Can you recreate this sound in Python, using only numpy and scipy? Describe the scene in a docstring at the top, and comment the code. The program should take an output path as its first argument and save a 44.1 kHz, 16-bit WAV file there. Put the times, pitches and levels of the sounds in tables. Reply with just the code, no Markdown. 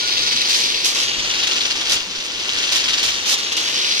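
"""On the bank of a calm river, stereo microphones on a camera. From the start a gritty rush like running
water comes close by, in about twenty spurts a second, over a dull far-off drone and a little wind on
the microphones. Soon a hand bumps the camera, and scuffs and knocks follow, mostly on its right side.
The camera turns towards the rush, which slackens halfway and picks up again. Near the end come more
scuffs and a last bump, then a light, long, bright hiss in the rush as the camera turns away."""
import sys
import numpy as np
from scipy import signal
from scipy.fft import rfft, irfft
from scipy.io import wavfile
from scipy.ndimage import map_coordinates

SR = 44100
rng = np.random.default_rng(int(sys.argv[2]) if len(sys.argv) > 2 else 0)


def output_pcm(signal):
    """Save a mono or channel-first signal as 16-bit PCM at the path in sys.argv[1].

    Samples are clipped to [-1, 1] before scaling.
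    """
    pcm = np.clip(np.atleast_2d(signal).T, -1, 1) * 32767
    wavfile.write(sys.argv[1], SR, np.round(pcm).astype(np.int16))


N = 176400
T = np.arange(N) / SR
HZ = np.maximum(np.fft.rfftfreq(N, 1 / SR), 1)

# lag of the left microphone as the camera turns towards the rush and back: t/s, delay/s
LEFT_DELAY = [(0, 0.00044), (.8, 0.00039), (1.1, .00029), (1.5, .00021), (2.0, 0.00019), (2.6, 0.0002),
              (3.05, 0.00022), (3.5, 0.0003), (3.75, 0.00036), (4, 0.00037)]
# strength of the close rush: t/s, level/dB
RUSH_LEVEL = [(0, -20), (.38, -17.5), (.6, -18.5), (.83, -21), (1.05, -21.5), (1.2, -21.5), (1.5, -18.3),
              (1.78, -22.5), (1.93, -19.5), (2.06, -27), (2.3, -26.5), (2.6, -19.5), (2.87, -18.5),
              (3.05, -19.5), (3.21, -22.5), (3.5, -23.5), (3.8, -19), (4, -17.5)]
# pace of its spurts: t/s, f/Hz
SPURT_PACE = [(0.0, 17.76), (0.15, 19.03), (0.4, 22.54), (0.6, 20.71), (0.8, 18.96), (1.0, 16.1),
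              (1.2, 18.75), (1.45, 24.03), (1.7, 19.49), (1.95, 19.98), (2.2, 21.07), (2.5, 20.82),
              (2.8, 24.31), (3.05, 18.59), (3.3, 21.28), (3.55, 20.34), (3.75, 18.09), (4.0, 19.34)]
# unevenness of the flow, trough to crest of a spurt: t/s, swing/dB
SPURT_SWING = [(0, 1.5), (.3, 4), (1.0, 1.5), (1.25, 4.5), (1.75, 5.5), (2.05, 3), (2.5, 1), (2.95, 5),
               (3.25, -0.5), (3.55, 2), (4, -1)]
# colour of the rush, microphones turned away: f/Hz, left/dB, right/dB
RUSH_OFF_AXIS = [(150, -30, -30), (394, -17, -9), (710, -21, -15), (1230, -18, -14), (1800, -8, -9.5),
                 (2300, -1, -4), (2860, -1.5, -4.5), (3560, 0.5, -2.5), (4600, 1.5, -0.5), (5360, -3, -3),
                 (6200, -3, -3.5), (6760, -13, -16.5), (7560, -34, -13), (10000, -32, -19.5),
                 (12000, -46, -24.5), (14000, -41, -29), (15700, -46, -36)]
# colour of the rush, microphones facing it: f/Hz, left/dB, right/dB
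RUSH_ON_AXIS = [(150, -25, -18.5), (395, -19, -19), (696, -18.5, -12.5), (1220, -9.5, -9.5),
                (1800, -3, -6.5), (2370, -1, -4.5), (2790, 3, -3.5), (3420, 1, -2), (3870, -0.5, -4),
                (4670, -3, -1), (5520, -5, -3.5), (6100, -1.5, -5), (6760, -6, -11), (7530, -23.5, -12),
                (10130, -29.5, -20), (12000, -46, -25.5), (14000, -41, -29), (15700, -46, -40)]
# strength of the far drone: t/s, level/dB
FAR_DRONE_LEVEL = [(0, -38.5), (.35, -39), (.9, -39), (1.8, -37.5), (2.15, -41.5), (2.6, -38.5), (3.2, -39),
                   (3.6, -38), (4, -38.5)]
# colour of the far drone: f/Hz, left/dB, right/dB
DRONE_COLOUR = [(30, -21, -26), (85, -8, -5.5), (130, -8, -8.5), (194, -5, -3), (260, -0.5, 0.5),
                (380, 1.5, 3.5), (434, -2, 1), (500, 2.5, 2), (560, -2.5, -1), (674, -4.5, -5.5),
                (1176, -3, -3), (2970, -36, -40), (8000, -37, -40)]
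# strength of the whine in the drone: t/s, level/dB
FAR_WHINE_LEVEL = [(0, -39), (.25, -39), (.6, -54), (1.5, -42), (2.2, -52), (2.7, -42), (3.3, -52),
                   (4, -39)]
# strength of the wind on the microphones: t/s, level/dB
BREEZE_LEVEL = [(0, -47), (.8, -50.5), (1.6, -50), (2.2, -48), (3.1, -50.5), (3.6, -68), (4, -59)]
# colour of the wind: f/Hz, left/dB, right/dB
WIND_COLOUR = [(15, 1, 5.5), (35, -5, 1.5), (80, 0.5, -1), (160, -4.5, -4), (400, -26, -21),
               (2000, -60, -60)]
# puffs of wind: t/s, level/dB
WIND_PUFFS = [(.23, -44), (1.2, -40), (2.74, -52)]
# soft bumps of the hand on the camera: t/s, f/Hz, peak level/dB
HAND_BUMPS = [(0.344, 260, -34), (2.07, 186, -39.5), (3.566, 323, -33.5)]
# scuffs and knocks on the camera, except the last row, a light, long, bright hiss in the rush:
# t/s, hold/s, level/dB, release/s, treble gain/dB
SCUFFS_AND_HISS = [(0.486, 0.081, -19.5, 0.1, 2.5), (0.846, 0.0049, -14.5, 0.045, 6),
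                   (0.948, 0.065, -18.5, 0.054, -3), (1.028, .005, -20.5, 0.0088, 1),
                   (1.65, 0.0045, -17.5, 0.0066, -26), (1.699, .004, -23, 0.017, -20),
                   (1.894, .02, -19, 0.016, 2), (1.919, 0.025, -15.5, .012, 2.5),
                   (2.152, .005, -24.5, 0.041, -18), (2.237, .01, -32, .03, 3),
                   (2.718, 0.011, -15.5, 0.018, 0), (2.747, 0.018, -18.5, .025, 4),
                   (3.03, .02, -18.5, 0.06, 1.5), (3.256, 0.035, -19.5, .02, 1.5),
                   (3.293, 0.05, -15.5, 0.01, 2.5), (3.38, .012, -25, 0.033, 2),
                   (3.52, 0.0068, -20, 0.014, -2), (3.567, 0.015, -16.5, 0.027, -0.5),
                   (3.627, 0.093, -31, .1, 3)]
# colour of the scuffs and that hiss: f/Hz, left/dB, right/dB
BURST_COLOUR = [(150, -57, -26), (400, -17, -7.5), (800, -16, -9.5), (1720, -9, -8.5), (3300, 2.5, 2),
                (4500, 1.5, 1.5), (6230, 2.5, 0), (7730, -18, -8.5), (9700, -28, -11.5), (11900, -37, -17),
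                (13900, -38, -19), (15700, -38, -34)]


def from_db(db):
    """Decibels to gain."""
    return 10 ** (np.asarray(db) / 20)


def unit_rms(x):
    """Scale to unit power."""
    return x / np.sqrt(np.mean(x ** 2) + 1e-20)


def in_time(rows):
    """Join (t/s, value) points by straight lines."""
    return np.interp(T, *np.transpose(rows))


def drift(rate_hz):
    """Random wander with spread 1, mostly slower than rate_hz."""
    return unit_rms(irfft(rfft(rng.standard_normal(N)) / (1 + (HZ / rate_hz) ** 2), N))


def colour(x, table):
    """Filter each side by its column of a spectrum, keeping the power of white noise."""
    hz, *sides = np.transpose(table)
    gains = from_db([np.interp(np.log(HZ), np.log(hz), side) for side in sides])
    return irfft(rfft(x) * unit_rms(gains), N)


def stereo_noise(alike):
    """White noise whose shared part reaches the left microphone later, as the camera turns."""
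    shared = rng.standard_normal(N)
    late = map_coordinates(shared, [(T - in_time(LEFT_DELAY)) * SR], order=3, mode="mirror")
    return np.sqrt(alike) * np.array([late, shared]) + np.sqrt(1 - alike) * rng.standard_normal((2, N))


def grit(per_s, spread_db, grain_s, share, alike):
    """Hiss with a share of its power in tiny random bursts; spread_db varies them by burst and side."""
    born = rng.random(N) < per_s / SR
    scatter = np.minimum(rng.exponential(1, N), 4) + 0.68 * rng.standard_normal((2, N))
    bursts = born * from_db(spread_db * scatter) ** 2
    power = signal.lfilter([1], [1, -np.exp(-1 / (grain_s * SR))], bursts + 1e-18)
    return stereo_noise(alike) * np.sqrt(1 - share + share * power / power.mean())


def ring(clicks, hz, t60_s):
    """A unit click sets a sine of height 1 ringing; it falls 60 dB in t60_s."""
    decay, step = from_db(-60 / (t60_s * SR)), 2 * np.pi * hz / SR
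    return signal.lfilter([0, np.sin(step)], [1, -2 * decay * np.cos(step), decay ** 2], clicks + 1e-18)


def droplets(per_s=1200, spread_db=3, ring_cycles=16.6, band_hz=(2930, 6720), pitches=24):
    """Tiny pings at many pitches, of unequal strength at the two microphones."""
    born = rng.random(N) < per_s / SR
    signs = rng.choice([-1, 1], N)
    scatter = np.minimum(rng.exponential(1, N), 3.5) + 0.63 * rng.standard_normal((2, N))
    clicks = born * signs * from_db(spread_db * scatter)
    pitch_index = rng.integers(0, pitches, N)
    left, right = sum(np.sqrt(hz) * ring(clicks * (pitch_index == k), hz, ring_cycles / hz)
                      for k, hz in enumerate(np.geomspace(*band_hz, pitches)))
    late_left = np.interp(T - in_time(LEFT_DELAY), T, left)
    return unit_rms(np.array([late_left, right]))


def close_rush(rise_share=0.19, facing_lag_s=0.00034, averted_lag_s=0.00037):
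    """Close spatter in spurts that swell fast and sink slower; its colour follows the camera's turn."""
    cycle = (np.cumsum(in_time(SPURT_PACE)) / SR) % 1
    spurt = np.interp(cycle, [0, rise_share, 1], [-.5, .5, -.5])
    level_db = in_time(RUSH_LEVEL) + in_time(SPURT_SWING) * spurt + 0.34 * drift(rate_hz=64)
    hiss = grit(per_s=1500, spread_db=3.5, grain_s=0.00059, share=0.39, alike=0.27)
    spray = from_db(level_db) * (from_db(-2) * hiss + from_db(-9) * droplets())
    averted = np.interp(in_time(LEFT_DELAY), [facing_lag_s, averted_lag_s], [0, 1])
    return (1 - averted) * colour(spray, RUSH_ON_AXIS) + averted * colour(spray, RUSH_OFF_AXIS)


def far_drone(whine_hz=1442, width_hz=16, alike=0.92):
    """A dull drone like far traffic, with a faint whine in it, much alike at both microphones."""
    whine_band = rfft(stereo_noise(alike=0.96)) / (1 + ((HZ - whine_hz) / width_hz) ** 2)
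    whine = from_db(in_time(FAR_WHINE_LEVEL)) * unit_rms(irfft(whine_band, N))
    air = np.sqrt(alike) * rng.standard_normal(N) + np.sqrt(1 - alike) * rng.standard_normal((2, N))
    return from_db(in_time(FAR_DRONE_LEVEL)) * colour(air, DRONE_COLOUR) + whine


def microphone_wind(gust_db=3.5, puff_s=0.014):
    """Light lumpy rumble of wind right on the microphones, with a few puffs."""
    breeze = from_db(in_time(BREEZE_LEVEL) + gust_db * drift(rate_hz=3.5))
    puffs = sum(from_db(db) * np.exp(-.5 * ((T - s) / puff_s) ** 2) for s, db in WIND_PUFFS)
    return colour((breeze + puffs) * stereo_noise(alike=.1), WIND_COLOUR)


def hand_bumps():
    """Dull thuds of the hand, carried through the camera body to both microphones."""
    return sum(from_db(db) * ring(np.arange(N) == int(s * SR), hz, t60_s=0.22)
               for s, hz, db in HAND_BUMPS)


def scuffs_and_hiss(attack_s=0.0029, treble_hz=6770):
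    """Gritty bursts: rubs and knocks on the camera, then a light, bright hiss in the rush near the end."""
    body_power, treble_power = np.zeros(N), np.zeros(N)
    for start, hold, db, release, treble_db in SCUFFS_AND_HISS:
        attack = np.clip((T - start) / attack_s + .5, 0, 1)
        envelope = from_db(db) * attack * np.exp(-np.maximum(T - start - hold, 0) / release)
        body_power += envelope ** 2
        treble_power += (envelope * from_db(treble_db)) ** 2
    noise = grit(per_s=1000, spread_db=0, grain_s=0.0012, share=0.8, alike=0.25)
    body = irfft(rfft(noise) / (1 + (HZ / treble_hz) ** 6), N)
    treble = noise - body
    return colour(body * np.sqrt(body_power) + treble * np.sqrt(treble_power), BURST_COLOUR)


def near_echoes(x, count=8, span_s=0.014):
    """A few weak early reflections, different at each microphone, that ripple the treble."""
    lags = rng.uniform(0.0986, 1, (count, 2, 1)) * span_s
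    echoes = np.exp(-2j * np.pi * HZ * lags).sum(axis=0) / np.sqrt(count)
    gain = from_db(-6) * HZ / (HZ + 1500)
    return irfft(rfft(x) * (1 + gain * echoes) / np.sqrt(1 + gain ** 2), N)


def scene():
    """The river bank at the microphones; only the rush, its hiss and the scuffs have reflections."""
    close = near_echoes(close_rush() + scuffs_and_hiss())
    return close + far_drone() + microphone_wind() + hand_bumps()


def record(dry):
    """Softly round the highest peaks and cut the top treble steeply."""
    ceiling, cutoff_hz = 1.2, 16400
    rounded = dry / (1 + (dry / ceiling) ** 4) ** .25
    return signal.sosfilt(signal.cheby2(16, 70, cutoff_hz, fs=SR, output="sos"), rounded)


dry = scene()
out = record(dry)
output_pcm(out)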